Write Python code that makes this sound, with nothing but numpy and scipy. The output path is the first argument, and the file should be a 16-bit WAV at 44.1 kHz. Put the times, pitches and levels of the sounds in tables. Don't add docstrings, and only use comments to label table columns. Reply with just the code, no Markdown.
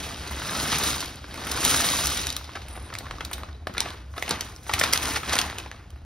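import sys
import numpy as np
from scipy import signal
from scipy.fft import rfft, irfft, next_fast_len
from scipy.io import wavfile
from scipy.ndimage import uniform_filter1d, minimum_filter1d

SR = 44100
rng = np.random.default_rng(int(sys.argv[2]) if len(sys.argv) > 2 else 0)


def to_linear_factor(level_db):
    exponent = np.asarray(level_db, float) / 20
    return 10 ** exponent


def generate_wav(sig):
    pcm = np.round(np.clip(np.atleast_2d(sig).T, -1, 1) * 32767).astype(np.int16)
    wavfile.write(sys.argv[1], SR, pcm)


N = 266793
TIME = np.arange(N) / SR


def rms_one(x):
    return x / np.sqrt(np.mean(x ** 2) + 1e-20)


def at_hz(points, hz):
    f, level = np.transpose(points)
    return np.interp(np.log(np.maximum(hz, 1)), np.log(f), level)


def drift(rate):
    r = np.exp(-80 * np.pi * rate / SR)
    noise = rng.standard_normal(N // 40 + 2002)
    slow = signal.lfilter([1], [1, -2 * r, r * r], noise)[2000:]
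    return np.interp(np.arange(N) / 40, np.arange(len(slow)), rms_one(slow))


def resonance(x, hz, width_hz):
    r = np.exp(-np.pi * width_hz / SR)
    zeros = np.array([1, 0, -1]) * (1 - r * r) / 2
    poles = [1, -2 * r * np.cos(2 * np.pi * hz / SR), r * r]
    return signal.lfilter(zeros, poles, x + 1e-18)


def band(x, low_hz, high_hz):
    return signal.sosfilt(signal.butter(2, [low_hz, high_hz], "band", fs=SR, output="sos"), x)


def pouring():
    # t/s, level/dB, weight reaching the bare wood/dB
    first_rush = [
        (0.0, -37.5, -0.5),
        (0.18, -43, 1),
        (0.4, -39, 1),
        (0.6, -32.5, 1.5),
        (0.74, -35, 3.5),
        (0.86, -30, -0.5),
        (1.04, -38.5, -1.5),
        (1.12, -45, 0),
        (1.23, -51.5, 0),
    ]
    second_rush = [
        (1.36, -43, 2.5),
        (1.61, -32.5, 1),
        (1.66, -27.5, -0.5),
        (1.95, -30.5, -1.5),
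        (2.2, -33.5, -3),
        (2.42, -48.5, -1.5),
        (2.8, -52, 2.5),
        (3.4, -50.5, 4),
        (3.66, -67.5, 3.5),
    ]
    t, flow_db, weight_db = np.transpose(first_rush + second_rush)
    return np.interp(TIME, t, flow_db), np.interp(TIME, t, weight_db)


def movement():
    # peak t/s, rustle level/dB, hold/s, taut film's hiss re rustle/dB
    grips = [(3.786, -41, 0.1, -31.5), (4.196, -49, 0.021, 2), (4.306, -34, 0.0065, -30),
             (4.416, -49.5, 0.062, -5), (4.46, -52, 0.022, 0), (4.68, -54, .02, 9),
             (4.746, -36, 0.12, -6.5), (4.863, -34.5, 0.035, -10.5), (5.029, -32.5, 0.077, -1),
             (5.29, -33, 0.11, -7.5), (5.445, -43, 0.042, -12), (5.573, -44, 0.03, -29),
             (5.74, -54.5, 0.044, -26), (5.913, -64, 0.068, -24)]
    rise_db_per_s, fall_db_per_s = 208, 111
    flow_db, weight_db = pouring()
    rustle = to_linear_factor(2 * flow_db)
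    hiss = to_linear_factor(2 * (-38 + 1.66 * (flow_db + 36)))
    for s, level_db, hold_s, taut_db in grips:
        rise = rise_db_per_s * np.maximum(s - TIME, 0)
        fall = fall_db_per_s * np.maximum(TIME - s - hold_s, 0)
        power = to_linear_factor(2 * (level_db - rise - fall))
        rustle = rustle + power
        hiss = hiss + power * to_linear_factor(2 * taut_db)
    return 10 * np.log10(rustle), 10 * np.log10(hiss), weight_db


def rumble():
    # f/Hz, width/Hz, level/dB
    modes = [(44.4, 34, -4), (69.2, 10.2, 4.5), (104.4, 43, -2.5)]
    rest_db, stirred_db = -42, -47
    white = rng.standard_normal(N + SR)
    low = 0
    for k, (hz, width_hz, db) in enumerate(modes):
        low = low + to_linear_factor(db) * rms_one(resonance(white, hz, width_hz)) * (-1) ** k
    low = band(low, 30, 160)[SR:]
    stirred = to_linear_factor(stirred_db + movement()[0] + 30)
    return (to_linear_factor(rest_db) + stirred) * rms_one(low)


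def still_air():
    return to_linear_factor(-87.5) * band(rng.standard_normal(N), 200, 5400)


def thump():
    # t/s, f/Hz, peak level/dB, T60/s
    blows = [
        (2.93, 100.6, -37, 1),
        (3.098, 47, -36, 0.77),
        (4.735, 86, -22.5, 0.22),
    ]
    out = np.zeros(N)
    for s, hz, peak_db, t60 in blows:
        t = np.maximum(TIME - s, 0)
        out += to_linear_factor(peak_db - 60 * t / t60) * np.minimum(t / 0.0083, 1) * np.sin(2 * np.pi * hz * t)
    return out


def squeak():
    start, end, hz, width_hz = 3.545, 3.66, 3870, 150
    shape = np.interp(TIME, [start, start + .004, start + .02, end], [0, 1, .3, .15], right=0)
    whistle = resonance(resonance(rng.standard_normal(N), hz, width_hz), hz, width_hz)
    return to_linear_factor(-57) * shape * rms_one(whistle)


def foil():
    start, end, low_hz, high_hz = 2.68, 2.9, 8000, 11200
    ticks = rng.standard_normal(N) * (rng.random(N) < 500 / SR)
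    shape = np.interp(TIME, [start, start + .005, end], [0, 1, .3], right=0)
    return to_linear_factor(-48) * shape * rms_one(band(band(ticks, low_hz, high_hz), low_hz, high_hz))


def crumples():
    # middle t/s, rms level/dB, f/Hz, half length/ms
    swells = [(0.737, -28, 2320, 42), (0.787, -22.5, 10000, 3.7), (1.702, -28, 3950, 26),
              (2.564, -67, 1500, 16), (2.94, -34, 3000, 1.8), (3.673, -19, 1790, 0.24),
              (4.792, -23.5, 3980, 2.4), (4.839, -23, 2480, 6.9), (4.929, -16.5, 4400, 1.8),
              (4.951, -23, 6000, 2.3), (4.959, -24.5, 1480, 5.1), (5.163, -28, 2000, 14),
              (5.335, -21.5, 2700, 8.7), (5.355, -20, 3500, 1.8), (5.382, -22.5, 3020, 1.4),
              (5.905, -49.5, 5950, 1.8), (1.158, -36.5, 6900, 1.3), (3.675, -32, 800, 1.8)]
    out, t = np.zeros(N), np.arange(-2048, 2048) / SR
    slips = rng.standard_normal((len(swells), 4096)) ** 3
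    for (s, level_db, hz, ms), slip in zip(swells, slips):
        coloured = rms_one(resonance(slip, hz, hz / 0.59)) + 0.32 * rms_one(band(slip, 500, 5700))
        at = round(s * SR)
        out[at - 2048:at + 2048] += to_linear_factor(level_db) * coloured * np.exp(-(1000 * t / ms) ** 2)
    return out


def snaps():
    # t/s, peak level/dB, ring f/Hz, burst length/ms
    dull_landings = [(0.288, -41, 726, 2.4), (0.716, -13, 3720, 5.6), (1.025, -18.5, 1140, 4.7),
                     (0.665, -46, 1270, 4.6), (1.418, -27, 824, 3.5), (1.741, -11.5, 1300, 4),
                     (1.888, -5, 4370, 0.94), (1.967, -12, 6000, 1.5), (1.988, -14.5, 3730, 5.6),
                     (2.169, -15, 3330, 4.3), (2.269, -7, 4970, 1.4), (2.302, -12.5, 3970, 1.4)]
    last_pieces = [(2.41, -30.5, 1240, 3.2), (2.442, -25, 3780, 3.8), (2.491, -29.5, 960, 2.7),
                   (2.534, -32, 2030, 2.4), (2.57, -24.5, 1140, 3.9), (2.616, -31.5, 1870, 4.3),
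                   (2.634, -39, 2500, 3), (2.952, -15, 2100, 1.1), (3.007, -30, 760, 2.6),
                   (3.055, -33, 1150, 4.6), (3.066, -27.5, 705, 2.8), (3.109, -18, 1130, 3.1),
                   (3.139, -31, 820, 2.1), (3.206, -17.5, 1240, 4.5), (3.433, -21.5, 1083, 2.1)]
    thick_folds = [(3.67, -12, 790, 1.6), (3.749, -27, 1050, 2.4), (3.78, -7.5, 2200, 1.9),
                   (3.804, -0.5, 3800, 1.4), (3.903, -24.5, 3470, 2.3), (4.138, -33.5, 1060, 2.9),
                   (4.279, -17, 2130, 1.9), (4.408, -10.5, 4970, 2), (4.693, -14, 1060, 5),
                   (4.835, -11.5, 1050, 4.7), (4.975, -5, 4350, 1.6), (5.231, -20, 1130, 4.8),
                   (5.277, -24, 1950, 2.6), (5.294, -12.5, 3840, 2.4), (5.335, -13.5, 860, 5.3),
                   (5.387, -3.5, 3240, 2.7), (5.414, -9.5, 4550, 1.8), (5.714, -19, 1830, 1.95)]
    emptying_snaps = [(0.308, -23.5, 900, 10), (0.349, -35, 3010, 2.3), (0.834, -11.5, 3800, 6.2),
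                      (1.005, -17, 5640, 2), (1.341, -25, 1990, 1.9), (1.468, -19, 1100, 5.2),
                      (1.514, -14, 4460, 4.1), (1.575, -19, 1170, 0.65), (1.629, -18, 1470, 5.7),
                      (1.65, -3, 7540, 1.3), (0.375, -39, 5500, 1.3), (0.902, -14.5, 5000, 3.5),
                      (1.058, -23, 4400, 1.3), (2.057, -11, 5500, 2), (2.07, -9, 8500, 1.4),
                      (2.325, -20, 5500, 2.7), (2.365, -13, 3880, 1.77), (2.683, -27, 2200, 2.5),
                      (2.752, -31.5, 1170, 7.1), (2.985, -18.5, 3900, 3.6), (3.249, -18.5, 3860, 2.6),
                      (3.312, -23.5, 980, 4.4), (3.33, -18, 3680, 5), (3.379, -29, 1310, 5.1)]
    hand_snaps = [(4.162, -29, 1130, 11), (4.179, -19, 1270, 2.6), (4.224, -7.5, 2000, 2.8),
                  (3.739, -30, 5800, 1.3), (4.292, -11.5, 8800, 2.7), (4.562, -26, 5000, 1.2),
                  (4.664, -30, 1600, 4.8), (4.736, -5.5, 2490, 3.3), (4.796, -6.5, 5870, 1.3),
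                  (4.811, -6, 1630, 4.4), (4.93, -12.5, 2100, 3.7), (4.934, 1.5, 5230, 1.8),
                  (5.055, -15, 3770, 2.2), (5.364, -13, 1700, 3.9), (5.583, -17, 2930, 3.6),
                  (5.959, -41.5, 810, 3.6)]
    soft_slaps = [(0.419, -23, 1290, 3.1), (1.241, -29.5, 1340, 3.9), (2.552, -24.5, 1510, 8.4),
                  (2.774, -30.5, 493, 4.5), (2.901, -34, 996, 4.4), (2.926, -28, 890, 4.2),
                  (3.485, -37, 1050, 7.2), (3.69, -29, 196, 23), (3.766, -24.5, 1500, 9.4),
                  (3.855, -28, 716, 7.7), (4.308, -6.5, 3340, 2.95), (4.311, -24.5, 201, 12.6),
                  (5.159, -18, 1550, 8.8), (5.498, -21.5, 1760, 2.7), (5.527, -25, 1390, 2.1),
                  (5.659, -32, 900, 4.8)]
    kinds = [dull_landings, last_pieces, thick_folds, emptying_snaps, hand_snaps, soft_slaps]
    # low push level/dB, bright edge level/dB
    kind_edges = [
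        (-21.5, -31),
        (-15, -40),
        (-20, -20.5),
        (-21.5, 3),
        (-14, -3),
        (-7, -35),
    ]
    push_loss = 0.17
    spike = 0.75
    rows = [row + edge for kind, edge in zip(kinds, kind_edges) for row in kind]
    slips = rng.standard_normal((len(rows), 2048))
    slips = slips * np.abs(slips)
    heard, radiated = np.zeros((2, N + 2048))
    t = np.arange(2048) / SR
    for (s, peak_db, hz, ms, low_db, bright_db), slip in zip(rows, slips):
        low_db = low_db - push_loss * (peak_db + 22.5)
        length = np.clip(ms, .3, 12) / 1000
        burst = slip * np.minimum(t / (0.52 * length), 1) * np.exp(-t / length)
        burst[round(.52 * length * SR)] += spike * np.abs(burst).max()
        parts = [resonance(burst, hz, hz / 4), band(burst, hz / 3.4, min(2.8 * hz, 7800)),
                 band(burst, 296, 1800), band(burst, 3900, 13500)]
        ring, crack, low, bright = [p / np.abs(p).max() for p in parts]
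        total = ring + 1.104 * crack + to_linear_factor(low_db + 9) * low + to_linear_factor(bright_db - 0.5) * bright
        at = round(s * SR)
        heard[at:at + 2048] += to_linear_factor(peak_db - 7) * total
        broad = band(burst, 520, 5600)
        radiated[at:at + 2048] += to_linear_factor(peak_db) * broad / np.abs(broad).max()
    return heard[:N], radiated[:N]


def contacts(rows, level_db, cycles, table_db):
    # f/Hz, level/dB, T60/s
    table_modes = [(1170, -8, 0.025), (3750, -5, 0.023), (5070, -5.5, 0.016)]
    out, t = np.zeros(N + 2048), np.arange(2048) / SR
    table_ring = sum(to_linear_factor(db + table_db - 60 * t / t60) * np.sin(2 * np.pi * hz * t) for hz, db, t60 in table_modes)
    click = 0.96 * np.exp(-t / .0004) * np.cos(2 * np.pi * 6500 * t)
    onset = np.minimum(t / 0.0009, 1)
    for s, peak_db, hz in rows:
        own = to_linear_factor(-60 * t * hz / cycles) * np.sin(2 * np.pi * hz * t)
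        out[round(s * SR):][:2048] += to_linear_factor(peak_db + level_db) * onset * (own + table_ring + click)
    return out[:N]


def glints():
    # t/s, peak level/dB, ring f/Hz
    film_glints = [(0.0844, -36, 10600), (0.0922, -22, 10000), (0.1074, -34, 10600), (0.2244, -38, 9110),
                   (0.3082, -32, 10600), (0.3805, -32, 9140), (0.5516, -30, 10400), (0.6265, -26, 9370),
                   (0.6644, -30, 10200), (0.6794, -32, 8450), (1.5733, -24, 9510), (1.7724, -19, 9870),
                   (1.8033, -20, 9420), (1.9684, -18, 9730), (1.9889, -17, 11400), (2.0094, -18, 9220),
                   (2.1494, -24, 10300), (2.171, -25, 9450), (2.1894, -27, 10800), (3.2044, -45, 11000),
                   (4.9494, -17, 10300), (4.9746, -23, 9670), (5.0549, -13, 8900), (5.3363, -20, 9390),
                   (5.4126, -30, 10200)]
    return contacts(film_glints, -1, cycles=40, table_db=-20)


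def flicks():
    # t/s, peak level/dB, ring f/Hz
    crease_flicks = [(2.424, -31, 3770), (2.477, -33, 2050), (2.563, -22, 1110), (2.704, -38, 2920),
                     (2.734, -36, 1020), (2.764, -28, 756), (2.789, -36, 1170), (2.819, -36, 1010),
                     (2.864, -40, 1010), (2.937, -21, 1720), (3.021, -36, 789), (3.044, -30, 1090),
                     (3.084, -29, 1530), (3.156, -36, 703), (3.184, -23.5, 1190), (3.224, -37, 1000),
                     (3.342, -22, 3900), (3.401, -32, 848), (3.529, -30, 3850), (3.814, -19, 915),
                     (3.824, -26.5, 2620), (3.911, -31, 1020), (4.244, -32, 2920), (4.329, -26, 937),
                     (4.359, -22, 1950), (4.466, -28, 3420), (4.499, -33, 1160), (4.701, -17.5, 890),
                     (4.714, -16, 1210), (4.744, -16, 3370), (4.827, -12, 2020), (4.849, -18, 1760),
                     (4.859, -13, 1910), (4.876, -18, 1110), (4.944, -13, 2320), (4.989, -21, 947),
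                     (5.021, -24, 3650), (5.044, -21, 1110), (5.07, -22, 1230), (5.089, -16.5, 840),
                     (5.109, -21, 5190), (5.16, -19, 1780), (5.171, -18, 820), (5.259, -17, 3160),
                     (5.324, -12, 1190), (5.344, -14, 3950), (5.429, -22.5, 3750), (5.444, -26, 1120),
                     (5.463, -24, 837), (5.554, -31, 853), (5.6, -19, 2870), (5.619, -35, 2890),
                     (5.679, -34, 2270), (5.744, -37, 1210), (5.809, -45, 1230), (5.904, -33, 3080)]
    return contacts(crease_flicks, -4.5, cycles=19.4, table_db=-7)


def clacks():
    # t/s, peak level/dB, ring f/Hz
    piece_clacks = [(0.108, -26, 1200), (0.144, -21, 3000), (0.242, -30, 1140), (0.26, -34, 914),
                    (0.399, -22, 1350), (0.455, -18, 1380), (0.494, -15, 1660), (0.532, -17.5, 1320),
                    (0.549, -21, 1280), (0.599, -15, 2900), (0.63, -23, 3040), (0.665, -23, 1290),
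                    (0.73, -14, 1290), (0.744, -17, 2430), (0.771, -16, 3570), (0.798, -18, 923),
                    (0.844, -15, 1360), (0.859, -17, 4770), (0.887, -20, 1310), (0.929, -18, 3860),
                    (0.944, -16, 3880), (1.044, -25, 1780), (1.378, -27, 1150), (1.398, -30, 700),
                    (1.545, -17, 1540), (1.557, -20, 3820), (1.583, -19.5, 1120), (1.654, -13, 940),
                    (1.664, -11, 4900), (1.679, -17, 1350), (1.699, -10, 4760), (1.72, -15, 1390),
                    (1.763, -13, 3470), (1.779, -14, 4380), (1.803, -14, 1280), (1.819, -19, 3930),
                    (1.844, -9, 4780), (1.867, -11, 3620), (1.909, -16, 1510), (1.936, -16, 1140),
                    (1.949, -15, 4100), (2.009, -17, 4710), (2.037, -13, 3960), (2.049, -16, 5440),
                    (2.092, -16, 3950), (2.119, -18.5, 1230), (2.139, -21, 4610), (2.189, -18, 3870),
                    (2.224, -34, 3810), (2.28, -23, 4340), (2.29, -17, 3710)]
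    return contacts(piece_clacks, -4.5, cycles=26.4, table_db=-2)


def grains(per_s, colour, spread_db, clump_db, sharpness, count):
    sizes = to_linear_factor(spread_db * np.minimum(rng.exponential(1, N), 5)) * rng.choice([-1, 1], N)
    clump = to_linear_factor(clump_db * drift(35))
    clicks = sizes * clump * (rng.random(N) < per_s * clump / SR)
    dealt = rng.integers(0, count, (2, N))
    out = np.zeros(N)
    for k, hz in enumerate(np.geomspace(colour[0][0], colour[-1][0], count)):
        struck = clicks * (dealt == k).any(axis=0)
        out += to_linear_factor(at_hz(colour, hz)) * resonance(struck, hz, hz / sharpness)
    return out / np.sqrt(uniform_filter1d(out ** 2, SR // 16) + 1e-12)


def stream():
    # f/Hz, level/dB
    card_colour = [(500, -21), (900, 3), (1300, 2.5), (2600, 1), (3900, 2), (6000, -9.5), (8000, -20.5)]
    film_colour = [(6000, 16), (8000, 12.5), (10000, 4), (13500, -61), (15500, 8)]
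    wood_colour = [(140, 4), (200, -1), (310, 4.5), (450, -16.5), (620, -3)]
    flat_colour = [(700, -6.5), (1250, 6.5), (2300, -3.5), (3850, 7.5), (5500, 3)]
    per_s = 2700
    clatter_db, film_db, weight_db = movement()
    flow_db, _ = pouring()

    clatter = to_linear_factor(clatter_db) * grains(per_s, card_colour, 0.5, 0.91, sharpness=4.5, count=16)
    film = to_linear_factor(film_db) * grains(4 * per_s, film_colour, 3.4, 2.2, sharpness=2.45, count=8)

    thud_level = to_linear_factor(-40.5 + 0.89 * (clatter_db + 35)) + to_linear_factor(-60.5)
    thud_level = thud_level * to_linear_factor(-0.13 * (TIME - 2.5))
    lifted = np.clip(4 * (TIME - 3.56), 0, 1)
    thud_level = thud_level * to_linear_factor(weight_db - 3.5 * lifted)
    thud = thud_level * grains(.4 * per_s, wood_colour, 2.24, 1.2, sharpness=2.76, count=7)

    knock_level = to_linear_factor(-40.5 + 1.03 * (flow_db + 35))
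    knocks = knock_level * grains(.15 * per_s, flat_colour, 2.1, 1.7, sharpness=16.5, count=12)
    pieces = clatter + knocks
    body = (to_linear_factor(weight_db) - 1) * band(pieces, 400, 2600)
    return pieces + body + film + thud


def room(x):
    t60_s, wall_cut_hz = 0.16, 3100
    t = np.arange(SR // 2) / SR
    white = rng.standard_normal((3, len(t)))
    dull = signal.sosfilt(signal.butter(1, wall_cut_hz, fs=SR, output="sos"), white)
    tails = dull * to_linear_factor(-60 * t / t60_s) + (white - dull) * to_linear_factor(-60 * t / (0.49 * t60_s))
    tails = tails * np.minimum(t / 0.0084, 1)
    tails = tails / np.sqrt(np.sum(tails ** 2, axis=1, keepdims=True))
    place = np.cos(2 * drift(12) + np.arange(3)[:, None] * 2 * np.pi / 3) / np.sqrt(1.5)
    return signal.fftconvolve(x * place, tails, axes=1)[:, :N].sum(axis=0)


def ports(x):
    lead = [(0, 0), (700, -.4), (1800, 0), (2600, .8), (4400, .85), (5200, .2), (7500, 3.1), (15900, 11.3)]
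    unlike = [(100, -50), (300, -16), (700, -10), (1200, -13), (2200, -18), (4000, -14), (9000, -10),
              (13000, -6)]
    tilt = [(60, 0), (200, .5), (380, 2.5), (700, .5), (2400, 0)]
    size = next_fast_len(N + SR)
    hz = np.arange(size // 2 + 1) * SR / size
    scatter = rng.standard_normal(4096) * np.exp(-np.arange(4096) / SR / 0.044)
    scatter = rfft(scatter / np.sqrt(np.sum(scatter ** 2)), size) * to_linear_factor(at_hz(unlike, hz))
    sign = np.array([[1], [-1]])
    phase = np.exp(.5j * sign * np.interp(hz, *np.transpose(lead)))
    shift = phase * to_linear_factor(sign * at_hz(tilt, hz) / 2)
    own = rfft(x * np.cos(3 * drift(8)) * np.sqrt(2), size) * scatter
    return irfft((rfft(x, size) + sign * own) * shift, size)[:, :N]


def scene():
    steady = stream() + squeak() + foil()
    heard, radiated = snaps()
    sudden = heard + crumples() + clacks() + flicks() + glints()
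    reflected = room(to_linear_factor(-8.5) * steady + to_linear_factor(-10.5) * (sudden + radiated) / 2)
    return ports(steady + sudden + reflected + rumble() + thump() + still_air())


def attacks(x):
    attack_db, keep_s = 7.3, .018
    power = uniform_filter1d(band(x, 4500, 13000) ** 2, 128) + 1e-14
    sharp = power > to_linear_factor(2 * attack_db) * uniform_filter1d(power, 4096)
    return -minimum_filter1d(-1. * sharp, round(keep_s * SR))


def drop_bands(x, bands, kept):
    hz, frames, spec = signal.stft(x, SR, "cosine", 2048, 1024)
    edges = 1 + .016 * np.round(rng.normal(0, .8, (len(bands), 2, len(frames))))
    inside = sum((hz[:, None] > low * a) & (hz[:, None] < high * b)
                 for (low, high), (a, b) in zip(bands, edges))
    weak = signal.istft(spec * inside, SR, "cosine", 2048, 1024)[1][:N]
    return x - (1 - uniform_filter1d(kept, 400)) * weak


def top_cut(x):
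    return signal.sosfilt(signal.butter(12, 16400, fs=SR, output="sos"), x)


def record(dry):
    # low f/Hz, high f/Hz
    sum_dropped = [(6920, 8330), (13020, 15200)]
    difference_dropped = [(4700, 5550), (10000, 12200)]
    left, right = signal.sosfilt(signal.cheby2(16, 38, 15950, fs=SR, output="sos"), dry)
    kept = attacks(left)
    mid = drop_bands((left + right) / 2, sum_dropped, kept)
    side = drop_bands((left - right) / 2, difference_dropped, kept)
    return top_cut(np.clip([mid + side, mid - side], -1, 1))


dry = scene()
out = record(dry)
generate_wav(out)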